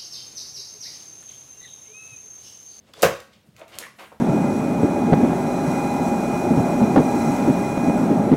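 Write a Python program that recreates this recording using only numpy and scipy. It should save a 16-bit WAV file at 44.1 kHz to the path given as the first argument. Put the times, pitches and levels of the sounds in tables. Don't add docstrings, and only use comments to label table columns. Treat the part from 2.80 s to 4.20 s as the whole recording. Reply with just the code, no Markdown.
import sys
import numpy as np
from scipy import signal
from scipy.fft import rfft, irfft
from scipy.io import wavfile

SR = 44100
rng = np.random.default_rng(int(sys.argv[2]) if len(sys.argv) > 2 else 0)


def wav_record(signal):
    frames = np.transpose(np.atleast_2d(signal))
    bounded = np.clip(frames, -1, 1)
    quanta = np.round(bounded * 32767).astype(np.int16)
    wavfile.write(sys.argv[1], SR, quanta)


N = 61739

# (frequency [Hz], relative density [dB])
ROOM_TONE_SPECTRUM = [(30, -23), (55, 5), (85, -2), (140, -3.5), (210, -1), (300, -7.5), (600, -10),
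                      (1100, -20), (4000, -23), (8000, -32), (16000, -33.5)]
# (peak time [s], rise [s], t60 [s], level [dB], centre [Hz], Q)
SQUELCH_EVENTS = [(.085, 0.058, 0.36, -63, 1950, 0.34), (0.096, 0.025, 0.11, -56, 420, 0.64),
                  (0.217, 0.078, 0.09, -46.5, 2960, 0.48), (0.217, 0.074, 0.09, -44, 526, 0.92),
                  (.328, 0.043, 0.3, -42.5, 1580, .6), (.535, 0.026, 0.18, -56.5, 3000, 0.87),
                  (0.798, 0.056, 0.05, -55, 1302, 0.34), (0.82, 0.046, 0.15, -44.5, 610, 0.54),
                  (0.884, .01, 0.35, -57, 1800, 0.42), (.932, 0.018, 0.39, -48.5, 2430, 0.71),
                  (1.018, 0.16, 0.27, -46, 464, 0.34), (1.04, 0.044, 0.13, -43, 1850, 1),
                  (1.195, 0.012, 0.23, -43.5, 2140, 0.88), (1.21, 0.032, 0.19, -42.5, 554, 0.52),
                  (1.245, 0.03, 0.19, -49.5, 1530, 1), (1.324, 0.006, 0.1, -46.5, 606, 0.68)]
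# (frequency [Hz], t60 [s])
ROOM_DECAY = [(100, .24), (500, 0.29), (2000, 0.37), (6000, .35), (15000, 0.27)]
# (time [s], level [dB], pitch [Hz], t60 [s])
POP_EVENTS = [(.137, -39, 3430, .02), (0.135, -46, 4740, .02), (0.141, -24, 1310, 0.0027),
              (.32, -30, 527, 0.076), (.803, -45.5, 630, .04), (.8156, -22.5, 2480, 0.0018),
              (.817, -31, 632, 0.038), (1.004, -29, 594, 0.0099), (1.0265, -24.5, 1800, 0.0089),
              (1.037, -24, 1850, 0.0081), (1.052, -24.5, 2060, 0.0052), (1.066, -36, 1080, 0.036),
              (1.194, -33, 1020, 0.0055), (1.235, -27, 1030, 0.0062), (1.3176, -45, 1300, 0.01),
              (1.3185, -26.5, 920, 0.0069)]
# (time [s], pre-filter level [dB], centre [Hz], t60 [s])
SNAP_EVENTS = [(.1368, -33.5, 3700, 0.018), (.222, -10.5, 7850, 0.0064), (0.2269, -13, 5800, 0.0084),
               (0.2295, -3.5, 4930, 0.0017), (0.2312, -17.5, 6000, .003), (0.4022, -32, 4400, 0.017),
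               (0.7651, -32.5, 2700, 0.0065), (0.771, -45.5, 7100, 0.0048), (0.795, -44.5, 8000, 0.0072),
               (0.8806, -37.5, 3950, 0.0077), (0.9538, -38, 6060, 0.0099), (0.9874, -23.5, 7500, 0.015)]
# (onset [s], level [dB], centre [Hz], t60 [s])
BUMP_EVENTS = [(0.172, -48, 150, 0.073), (.24, -26, 159, 0.2), (0.27, -34, 83.4, 0.056),
               (.295, -32.5, 156, 0.11), (.378, -50.5, 86, 0.1), (.68, -47.5, 154.5, 0.16),
               (.742, -49.5, 116, 0.14), (.938, -45, 96, 0.053)]
# (time [s], relative level [dB])
PUFF_EVENTS = [(0.2238, -11), (0.2283, -6.5), (0.2337, 0.5), (.2446, -13)]
# (frequency [Hz], relative density [dB])
SPLAT_SPECTRUM = [(50, -28.5), (78, -1), (110, -5), (160, -2), (300, -2), (520, 3.5), (680, 1), (830, -10),
                  (1150, -4.5), (1700, -6.5), (2800, -10), (4200, -18), (6400, -16.5), (9000, -25),
                  (16000, -23)]
# (frequency [Hz], t60 [s])
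SPLAT_DECAY = [(70, 0.14), (200, 0.13), (600, 0.29), (2000, 0.21), (6000, 0.17), (15000, 0.16)]
# (time [s], pre-filter level [dB])
TEAR_EVENTS = [(0.2295, -6.5), (0.2315, 1), (0.9869, -1.5)]
# (frequency [Hz], relative level [dB], t60 [s])
COVERED_TABLE_MODES = [(79.9, -16.5, .35), (142, -18, 0.27), (236.4, -13, 0.18), (308.6, -11, 0.25),
                       (357.8, -12, 0.34), (450, 0.5, 0.22), (494, 0, .27), (544.5, -4, 0.36),
                       (614, -7, 0.15), (657.4, -13, 0.16), (1117, -11, 0.43), (1193, -8.5, .2),
                       (1486, -16.5, 0.18), (1575, -10.5, 0.22)]
# (peak time [s], rise [s], t60 [s], level [dB])
FIZZ_EVENTS = [(.67, .03, .3, -72), (.795, 0.041, 0.11, -63), (.89, 0.0099, 0.38, -63),
               (.955, 0.017, .12, -59), (1.21, 0.06, 0.56, -58)]


def from_db(db):
    return 10 ** (np.asarray(db) / 20)


def unit_rms(x):
    return x / np.sqrt(np.mean(x ** 2) + 1e-20)


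def at_hz(points, hz):
    points = np.array(points)
    return np.interp(np.log(hz), np.log(points[:, 0]), points[:, 1])


def since(at_s):
    return np.arange(N) / SR - at_s


def swell(peak_s, rise_s, t60_s):
    t = since(peak_s)
    return np.clip(1 + t / rise_s, 0, 1) * from_db(-60 * np.maximum(t, 0) / t60_s)


def resonance(x, hz, q):
    w = 2 * np.pi * min(hz, .45 * SR) / SR
    a = np.sin(w) / (2 * q)
    return signal.lfilter([a, 0, -a], [1 + a, -2 * np.cos(w), 1 - a], x + 1e-18)


def band(x, hz, q):
    return unit_rms(resonance(resonance(x, hz, q), hz, q))


def ring(at_s, hz, t60_s, glide=0):
    t = np.maximum(since(at_s), 0)
    envelope = (1 - np.exp(-2 * hz * t)) * from_db(-60 * t / t60_s)
    return envelope * np.sin(2 * np.pi * hz * t * (1 + glide * t / t60_s / 2))


def coloured(noise, spectrum):
    bins_hz = np.arange(N // 2 + 1) * SR / N + 1
    return unit_rms(irfft(rfft(noise) * from_db(at_hz(spectrum, bins_hz)), N))


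def burst(noise, peak_s, rise_s, decay):
    centres_hz = np.geomspace(60, 15360, 9)
    octave = np.log2(np.clip(np.arange(N // 2 + 1) * SR / N, centres_hz[0], centres_hz[-1]))
    spectrum = rfft(noise)
    total = np.zeros(N)
    for hz in centres_hz:
        weight = np.maximum(1 - abs(octave - np.log2(hz)), 0)
        total += irfft(spectrum * weight, N) * swell(peak_s, rise_s, at_hz(decay, hz))
    return total


def crackle(click_share=0.61, clicks_per_s=2700, spread_db=3.5):
    sizes = from_db(spread_db * np.minimum(rng.exponential(1, N), 4)) * rng.choice([-1, 1], N)
    clicks = unit_rms(sizes * (rng.random(N) < clicks_per_s / SR))
    return np.sqrt(click_share) * clicks + np.sqrt(1 - click_share) * rng.standard_normal(N)


def room_tone(noise_db=-59, hum_db=-64, hum_hz=215):
    noise = coloured(rng.standard_normal(N), ROOM_TONE_SPECTRUM)
    hum = np.sin(2 * np.pi * hum_hz * since(0))
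    return from_db(noise_db) * noise + from_db(hum_db) * hum


def squelches():
    return sum(from_db(db) * swell(peak_s, rise_s, t60_s) * band(crackle(), hz, q)
               for peak_s, rise_s, t60_s, db, hz, q in SQUELCH_EVENTS)


def reflections(x, rise_s=0.0011, cutoff_hz=16000):
    spectrum = rfft(burst(rng.standard_normal(N), rise_s, rise_s, ROOM_DECAY))
    response = irfft(spectrum / np.sqrt(abs(spectrum) + 1e-9), N)[:N // 2]
    wet = signal.fftconvolve(x, response / np.sqrt(np.sum(response ** 2)))[:N]
    return signal.sosfilt(signal.butter(2, cutoff_hz, fs=SR, output="sos"), wet)


def pops():
    return sum(from_db(db) * ring(at_s, hz, t60_s, glide=0.19) for at_s, db, hz, t60_s in POP_EVENTS)


def snaps(q=0.95):
    return sum(from_db(db) * resonance(rng.choice([-1, 1], N) * swell(at_s, 1 / SR, t60_s), hz, q)
               for at_s, db, hz, t60_s in SNAP_EVENTS)


def bumps(rise_s=.008, q=2.1):
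    return sum(from_db(db) * swell(at_s + rise_s, rise_s, t60_s) * band(rng.standard_normal(N), hz, q)
               for at_s, db, hz, t60_s in BUMP_EVENTS)


def air_puffs(gain_db=-6, hz=539.5, t60_s=0.028):
    return sum(from_db(gain_db + db) * ring(at_s, hz, t60_s) for at_s, db in PUFF_EVENTS)


def splat(at_s, level_db=-11.5, rise_s=0.0019):
    noise = coloured(crackle(click_share=0.14), SPLAT_SPECTRUM)
    return from_db(level_db) * burst(noise, at_s + rise_s, rise_s, SPLAT_DECAY)


def tears(hz=7100, q=0.26):
    clicks = sum(from_db(db) * np.maximum(1 - abs(since(at_s)) * SR, 0) for at_s, db in TEAR_EVENTS)
    return resonance(resonance(clicks, hz, q), hz, q)


def table_boom(landing_s, lag_s=.0045, gain_db=-16):
    return sum(from_db(gain_db + db) * ring(landing_s + lag_s, hz, t60_s)
               for hz, db, t60_s in COVERED_TABLE_MODES)


def fizz():
    envelope = sum(from_db(db) * swell(peak_s, rise_s, t60_s)
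                   for peak_s, rise_s, t60_s, db in FIZZ_EVENTS)
    return envelope * band(crackle(), hz=9650, q=0.52)


def scene(landing_s=.229, slap_send_db=-9, small_send_db=-3):
    slap = splat(landing_s) + air_puffs()
    small_sounds = snaps() + tears() + pops() + squelches() + fizz()
    wet = reflections(from_db(slap_send_db) * slap + from_db(small_send_db) * small_sounds)
    return (slap + small_sounds + table_boom(landing_s) + bumps() + wet + room_tone())[None]


def record(dry):
    low_cut_hz, high_cut_hz, ceiling = 73.5, 15900, .95
    thinned = signal.sosfilt(signal.butter(6, low_cut_hz, "high", fs=SR, output="sos"), dry)
    rounded = thinned / (1 + (thinned / ceiling) ** 10) ** (1 / 10)
    return signal.sosfilt(signal.ellip(10, .1, 80, high_cut_hz, fs=SR, output="sos"), rounded)


dry = scene()
out = record(dry)
wav_record(out)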